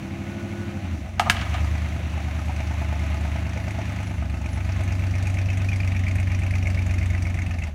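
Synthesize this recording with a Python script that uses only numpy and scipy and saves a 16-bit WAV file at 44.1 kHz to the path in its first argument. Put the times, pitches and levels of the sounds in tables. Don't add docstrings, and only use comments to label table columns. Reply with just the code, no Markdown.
import sys
import numpy as np
from scipy import signal
from scipy.fft import rfft, irfft, next_fast_len
from scipy.io import wavfile
from scipy.ndimage import uniform_filter1d, map_coordinates

SR = 44100
rng = np.random.default_rng(int(sys.argv[2]) if len(sys.argv) > 2 else 0)


def natural_amplitude(level_db):
    exponent = np.asarray(level_db, float) / 20
    return 10 ** exponent


def master(y):
    cut = np.clip(np.atleast_2d(y).T, -1, 1)
    pcm = np.round(cut * 32767)
    wavfile.write(sys.argv[1], SR, pcm.astype(np.int16))


N = 341334

# (time [s], speed [turns/s])
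CAM_SPEED = [(0.0, 12.155), (0.38, 12.685), (0.75, 12.765), (1.05, 8.291), (1.21, 8.032), (1.61, 9.211),
             (1.76, 9.471), (3.08, 9.238), (3.8, 9.36), (4.02, 9.247), (4.28, 8.51), (4.8, 8.689),
             (5.26, 8.589), (5.72, 8.749), (5.96, 8.46), (6.3, 8.51), (7.51, 8.268), (7.74, 6.774)]
# (time [s], stage [0-2], gain [dB], garage boom [dB])
PLACE = [(0, 0.017, 0, -1), (.76, 0, -0.5, 1.5), (.88, 0.69, -1, 6.5), (1.0, 1.4, -2.5, 6.5),
         (1.1, 0.1, -11.5, 7.5), (1.3, 0.091, -1.5, 11), (1.5, 1.35, 1, -4), (4.0, 1.24, 0, 1.5),
         (4.4, 2.26, -0.5, -2), (7.5, 1.77, 0, 2.5), (7.74, 2.6, -3.5, -2)]
# (time [s], firing order 8 [dB], pipe drone, order 11 [dB], side pipe facing [0-2])
DRIVE = [(0, -41, -40, 0), (.6, -34, -46, 0.083), (.75, -40, -42, 0), (.9, -26, -47, 0),
         (1.15, -41, -33, 0.078), (1.3, -36.5, -30.5, 0.59), (1.65, -22.5, -31.5, 1.12),
         (2.0, -28, -40, 0.78), (2.8, -26, -34, 1.02), (3.25, -24.5, -34.5, 1.0), (3.7, -33, -31, 1.3),
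         (4.1, -34.5, -30, 1.03), (4.2, -27, -32.5, 0.8), (4.45, -29.5, -33.5, 1.05),
         (4.75, -29, -24.5, 1.44), (5.45, -34.5, -23, 2.0), (7.1, -28, -23, 2.0),
         (7.74, -37.5, -29.5, 1.77)]
# (slot [1/8 camshaft turn], bass push [dB])
BANK = [(2.25, -1.3), (4.25, -.6), (5.3, -11), (7.3, -.8)]
KICK_DB = [-7, -8, 0, -6]
# (order, fast idle [dB], doorway [dB], yard [dB])
ORDER_DB = [(3, -63, -56, -52), (4, -64, -64, -62), (6, -46, -53, -57), (7, -41, -47, -50),
            (9, -47, -39, -38), (10, -58, -40, -40), (12, -54, -51, -54), (13, -49, -46, -40),
            (14, -52, -50, -45), (15, -46, -47, -50), (16, -38, -47, -47), (17, -46, -48, -52),
            (18, -47, -53, -58), (19, -57, -43, -44), (20, -59, -48, -48), (21, -44, -50, -45),
            (22, -54, -55, -57), (23, -56, -49, -48), (24, -50, -52, -52), (25, -58, -63, -54),
            (26, -59, -53, -46), (27, -43, -52, -54), (28, -57, -59, -55), (29, -61, -69, -52),
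            (30, -58, -51, -46)]
BEAT_DB = (-52, -50.5, -40)
TOP_DB = (-74, -55.5, -55.5)
# (order, fast idle [dB], doorway [dB], yard [dB])
WHINE = (42.5, -53, -69, -62)
# (frequency [Hz], width [Hz])
BOOM = [(205, 40), (310, 74)]
# (pipe hidden [dB], doorway [dB], facing us [dB])
SPIT_DB = [(-49.5, -42, -45.5), (-52, -44.5, -40), (-67.5, -57, -51.5)]
# (frequency [Hz], width [Hz], level [dB])
BARK_MODES = [(642, 122, -1.5), (848, 164, -1), (1258, 103, -1.5), (1494, 96, -2)]
# (frequency [Hz], width [Hz], level [dB])
RASP_MODES = [(1225, 72, -5.5), (1805, 330, -2), (2137, 380, 2.5), (2448, 210, 1), (2680, 340, -3.5)]
# (frequency [Hz], width [Hz], level [dB])
HISS_MODES = [(3620, 400, 3.5), (4700, 1050, 2.5), (5760, 1030, 5.5), (6530, 1300, 1.5), (8300, 2400, -4),
              (10200, 2300, -8.5), (11300, 1700, -12), (15100, 1400, -16)]
# (slot [1/8 turn], peak [dB])
POPS = [(2.24, -26), (4.3, -20), (5.278, -18.5), (7.321, -29)]
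# (slot [1/8 turn], peak [dB])
BARKS = [(2.2, -36), (5.05, -26), (7.4, -33)]
LEAN_S = [2.07, 2.39, 4.11, 4.23, 4.35, 4.46, 3.14, 3.46, 3.68, 3.89, 5.62, 5.85, 6.43, 6.9, 7.03, 7.5]
# (time [s], peak [dB], pitch [Hz])
STRAY = [(5.7164, -16, 2390), (5.801, -17, 2380), (5.687, -16.5, 2480), (7.4185, -19.5, 2200),
         (6.6699, -14.5, 2170), (8, -24, 2700), (7.4624, -22, 2600), (5.9489, -32, 1900),
         (6.5365, -29, 1700), (7.6226, -19.5, 2640), (3.561, -27, 590), (2, -31, 520), (3.786, -25.5, 646)]
# (from [s], to [s])
DOORWAY_S = (2.6, 3.9)
# (time [s], level [dB])
AIR = [(0, 0), (.54, 1), (.95, 0), (1.19, -6), (1.25, 6.5), (1.4, 6.5), (1.87, 1), (2.85, 1), (3.32, 1.5),
       (3.66, 0), (3.88, 1.5), (4.29, -5), (4.74, 1), (5.6, 1.5), (6.88, 1), (7.3, -0.5), (7.6, -3.5),
       (7.74, -3.5)]
# (pipe hidden [dB], doorway [dB], facing us [dB], growth with the air [dB/dB])
RUSH_DB = [(-46, -46.5, -45, 0.53), (-45.5, -43, -46.5, 0.96), (-55, -52.5, -55, 0.67)]
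# (frequency [Hz], density [dB per Hz])
LOW_RUSH = [(15, -46), (25, -28), (56, -14.5), (86, -5), (106, -10.5), (146, -17.5), (272, -19.5),
            (340, -15.5), (433, -28.5), (484, -26.5), (626, -16), (835, -21), (1150, -71), (1500, -69),
            (2530, -120)]
MID_RUSH = [(590, -51), (1000, -0.5), (1140, -3.5), (1250, -3.5), (1380, -4), (2170, -1), (2730, -4),
            (3390, -10.5), (3680, -10.5), (4400, -17), (5720, -70), (9680, -120)]
HIGH_RUSH = [(2350, -24), (4000, -2), (4540, -1), (5130, -4.5), (6000, 1.5), (7700, -6.5), (8400, -10.5),
             (9660, -9.5), (10500, -10), (13400, -15.5), (15100, -18), (16000, -15)]
# (time [s], peak [dB], thud re peak [dB])
CLACK = [(1.196, -8, -12.5), (1.211, -25, 1.5), (1.257, -27.5, 0), (1.265, -30.5, 7), (1.298, -1, -31),
         (1.319, -28, -6), (1.343, -22, -10), (1.364, -17, -23), (1.389, -20, -18), (1.41, -16, -30),
         (1.459, -30, -12), (1.499, -41, -4), (1.540, -17.5, -12), (1.579, -38, -3)]
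# (frequency [Hz], width [Hz], level [dB])
STEEL = [
    [(713, 72, 7), (863, 140, 2.5), (1244, 53, 4)],
    [(1040, 230, -6.5), (1380, 190, -3.5), (1640, 136, -0.5), (2240, 175, -2.5), (2640, 130, -4), (2920, 450, -4.5), (4440, 2900, -15), (9100, 6000, -22)],
]
# (start [s], length [s], pitch [Hz], level [dB])
SQUEAK = [
    (2.36, .07, 10150, -62),
    (4.052, 0.067, 10100, -56),
    (4.14, .06, 10050, -68),
    (4.505, .075, 10220, -57),
    (4.59, .07, 10200, -71),
    (0.255, 0.43, 1470, -50),
]


def unit(x):
    return x / np.sqrt(np.mean(x ** 2) + 1e-20)


def curves(rows):
    s, *cols = np.transpose(rows)
    return [np.interp(np.arange(N) / SR, s, c) for c in cols]


def by_state(state, levels_db):
    return np.interp(state, range(3), levels_db)


def wobble(rate_hz):
    knots = rng.standard_normal(int(N * rate_hz / SR) + 4)
    return map_coordinates(knots, [np.arange(N) * rate_hz / SR], order=1)


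def filtered(x, response):
    m = next_fast_len(N + SR // 4)
    return irfft(rfft(x, m) * response(np.fft.rfftfreq(m, 1 / SR)), m)[:N]


def coloured(spectrum):
    f, db = np.transpose(spectrum)
    response = lambda hz: natural_amplitude(np.interp(np.log(hz + 1), np.log(f), db))
    return unit(filtered(rng.standard_normal(N), response))


def resonance(hz, width_hz):
    return lambda f: 1j * f * width_hz / (hz * hz - f * f + 1j * f * width_hz)


def firing_samples(turns, slot):
    cycle = np.arange(int(turns[-1]))[:, None]
    return np.interp((cycle + slot / 8).ravel(), turns, np.arange(N)).astype(int)


def squeaks():
    t = np.arange(N) / SR
    out = np.zeros(N)
    for start_s, length_s, hz, db in SQUEAK:
        gate = np.clip(np.minimum(t - start_s, start_s + length_s - t) / 0.013, 0, 1)
        level = natural_amplitude(db + 2.5 * wobble(41.3))
        out += level * gate * np.sin(2 * np.pi * hz * t + 0.52 * wobble(60))
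    return out


def gear_clacks():
    t = np.arange(SR // 5) / SR
    decay = natural_amplitude(-60 * t / 0.059) + 0.37 * natural_amplitude(-60 * t / 0.19)
    thud, crack = np.zeros((2, N))
    for s, db, thud_db in CLACK:
        hard = db > -10
        attack_s = .0003 if hard else .0012
        blow = rng.standard_normal(len(t)) * decay * (1 - np.exp(-t / attack_s))
        if not hard:
            blow = 1.5 * uniform_filter1d(blow, size=4)
        blow[8:12] = 9 if hard else 0
        start = round(s * SR)
        crack[start:][:len(t)] += natural_amplitude(db + 0.5) * blow
        thud[start:][:len(t)] += natural_amplitude(db + thud_db + 16) * blow

    def ring(modes):
        return lambda f: sum((-1) ** k * natural_amplitude(db) * resonance(hz, width)(f)
                             for k, (hz, width, db) in enumerate(modes))

    no_bass = lambda f: (1j * f / (550 + 1j * f)) ** 2
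    return filtered(filtered(thud, ring(STEEL[0])) + filtered(crack, ring(STEEL[1])), no_bass)


def engine_bay(turns):
    air_db, facing = curves(AIR)[0], curves(DRIVE)[2]
    low_db, mid_db, high_db = (by_state(facing, db) + grows * air_db for *db, grows in RUSH_DB)
    once_a_turn = np.cos(2 * np.pi * (turns - .68))
    flutter = np.cos(2 * np.pi * (8 * turns - .7))
    low = natural_amplitude(low_db + 4.5 + 0.41 * once_a_turn + 1.1 * wobble(26)) * coloured(LOW_RUSH)
    mid = natural_amplitude(mid_db - 1.0 + 0.63 * flutter + 1.43 * wobble(25)) * coloured(MID_RUSH)
    high = natural_amplitude(high_db - 1.5 + 0.35 * flutter + 0.75 * wobble(30)) * coloured(HIGH_RUSH)
    return low + mid + high


def puffs(turns, modes, sizes_db, t60_s, tail, scatter_db):
    at = firing_samples(turns, np.transpose(BANK)[0])
    base_db = np.resize(sizes_db, len(at)) + scatter_db / 4 * rng.uniform(-1, 1, len(at))
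    t = np.arange(SR // 10) / SR
    shape = (1 - np.exp(-t / 0.00093)) * (natural_amplitude(-60 * t / t60_s) + tail * natural_amplitude(-60 * t / 0.16))
    out = np.zeros(N)
    for hz, width_hz, db in modes:
        strength_db = base_db + scatter_db * rng.uniform(-1, 1, len(at))
        train = np.bincount(at, natural_amplitude(strength_db), N)
        gate = signal.fftconvolve(train, shape)[:N]
        response = lambda f: resonance(hz, width_hz)(f) ** 2
        out += natural_amplitude(db) * filtered(gate * rng.standard_normal(N), response)
    return unit(out)


def firing_rows(turns, cylinders, reach_db, hz, scatter_hz):
    slot, db = np.transpose(cylinders)
    at = firing_samples(turns, slot)
    luck = rng.standard_normal((len(at), 2))
    lean = np.abs(at[:, None] / SR - LEAN_S).min(1) < .013
    level_db = np.resize(db, len(at)) + reach_db[at] - 7 * lean + 1.6 * luck[:, 0]
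    return np.c_[at / SR, level_db, hz[at] + scatter_hz * luck[:, 1]]


def hard_firings(events, t60_s, spread_hz, gain_db):
    t, out = np.arange(SR // 12) / SR, np.zeros(N + SR)
    shape = (1 - np.exp(-t / 0.0016)) * (natural_amplitude(-60 * t / t60_s) + 0.052 * natural_amplitude(-60 * t / 0.19))
    for s, db, hz in events:
        tone_hz = hz + rng.standard_normal((5, 1)) * spread_hz
        phase = rng.uniform(0, 2 * np.pi, (5, 1))
        rough = np.sin(2 * np.pi * tone_hz * t + phase).sum(0)
        ring = np.sin(2 * np.pi * hz * t) + 0.23 * rough
        out[round(s * SR):][:len(t)] += natural_amplitude(db + gain_db) * shape * ring
    return out[:N]


def side_pipe(turns):
    facing, t = curves(DRIVE)[2], np.arange(N) / SR
    bark_db, rasp_db, hiss_db = (by_state(facing, db) for db in SPIT_DB)
    bark = puffs(turns + .045, BARK_MODES, [-6, -9, 0, -6], t60_s=.06, tail=.4, scatter_db=3)
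    rasp = puffs(turns + .012, RASP_MODES, [0, -2, 1, -1], t60_s=.025, tail=.3, scatter_db=4.5)
    hiss = puffs(turns, HISS_MODES, [0, -10, -1, -1], t60_s=.04, tail=.28, scatter_db=8)

    mouth_hz = np.clip(2469 - 154 * (t - 5.5), 2200, 2600)
    pops = firing_rows(turns, POPS, -32 * np.abs(facing - 2), mouth_hz, scatter_hz=109)
    from_doorway_s = np.abs(t - np.clip(t, *DOORWAY_S))
    barks = firing_rows(turns, BARKS, -9 * from_doorway_s, np.full(N, 667.4), scatter_hz=30)
    upper_barks = barks * [1, 1, 1.27] + [.004, -4.5, 0]
    mouth = hard_firings([*pops, *STRAY[:10]], t60_s=0.031, spread_hz=290, gain_db=-5.5)
    silencer = hard_firings([*barks, *upper_barks, *STRAY[10:]], t60_s=0.087, spread_hz=112, gain_db=-5.0)
    return natural_amplitude(bark_db - 5.0) * bark + natural_amplitude(rasp_db - 2) * rasp + natural_amplitude(hiss_db) * hiss + mouth + silencer


def throb(turns, lag_slots, unsteady_db, scramble_rad):
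    step = 20
    slot, push_db = np.transpose(BANK)
    rows = np.array(curves(CAM_SPEED) + curves(PLACE) + curves(DRIVE))[:, ::step]
    speed, stage, gain_db, boom_db, load_db, drone_db, facing = rows
    levels_db = {8: load_db, 11: drone_db, 5: by_state(facing, BEAT_DB)}
    top = [(31 + k, *(np.array(TOP_DB) - 1.1 * k + 4 * rng.standard_normal(3))) for k in range(10)]
    for k, *db in ORDER_DB + top + [WHINE]:
        boom = sum(abs(resonance(hz, width)(k * speed)) ** 2 for hz, width in BOOM)
        unsteady = unsteady_db * wobble(5)[::step]
        levels_db[round(k)] = by_state(stage, db) + gain_db + boom_db * boom + unsteady

    def pulse_phase(k, sizes_db, at_slot):
        return np.angle(np.sum(natural_amplitude(sizes_db) * np.exp(-2j * np.pi * k * at_slot / 8)))

    out = 0
    for k, db in levels_db.items():
        if k > 12:
            scatter = scramble_rad * (.6 + .5 * (facing - 1) ** 2 + .4 * facing)
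            phase = scatter * rng.standard_normal() + pulse_phase(k, KICK_DB, slot)
        else:
            phase = pulse_phase(k, push_db, slot + lag_slots)
        drift = (.018 if k > 12 else .009) * k * wobble(8)[::step]
        level = np.sqrt(2) * natural_amplitude(db + 0.28 * wobble(17)[::step])
        out += level * np.cos(2 * np.pi * k * turns[::step] + phase + drift)
    return signal.resample_poly(out, step, 1)[:N]


def scene():
    turns = np.cumsum(curves(CAM_SPEED)[0]) / SR
    car = squeaks() + gear_clacks() + engine_bay(turns) + side_pipe(turns)
    car = car + throb(turns, lag_slots=.65, unsteady_db=1.9, scramble_rad=.6)
    fade_db = -140 * np.maximum(np.arange(N) / SR - 7.69, 0)
    return (car * natural_amplitude(fade_db))[None]


def roll_off(x):
    return signal.sosfilt(signal.butter(12, 16690, fs=SR, output="sos"), x)


def record(dry):
    clipped = dry[0] / (1 + np.abs(dry[0] / .75) ** 6) ** (1 / 6)
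    mix = filtered(clipped, lambda hz: hz < 15830)[None]
    return roll_off(mix)


dry = scene()
out = record(dry)
master(out)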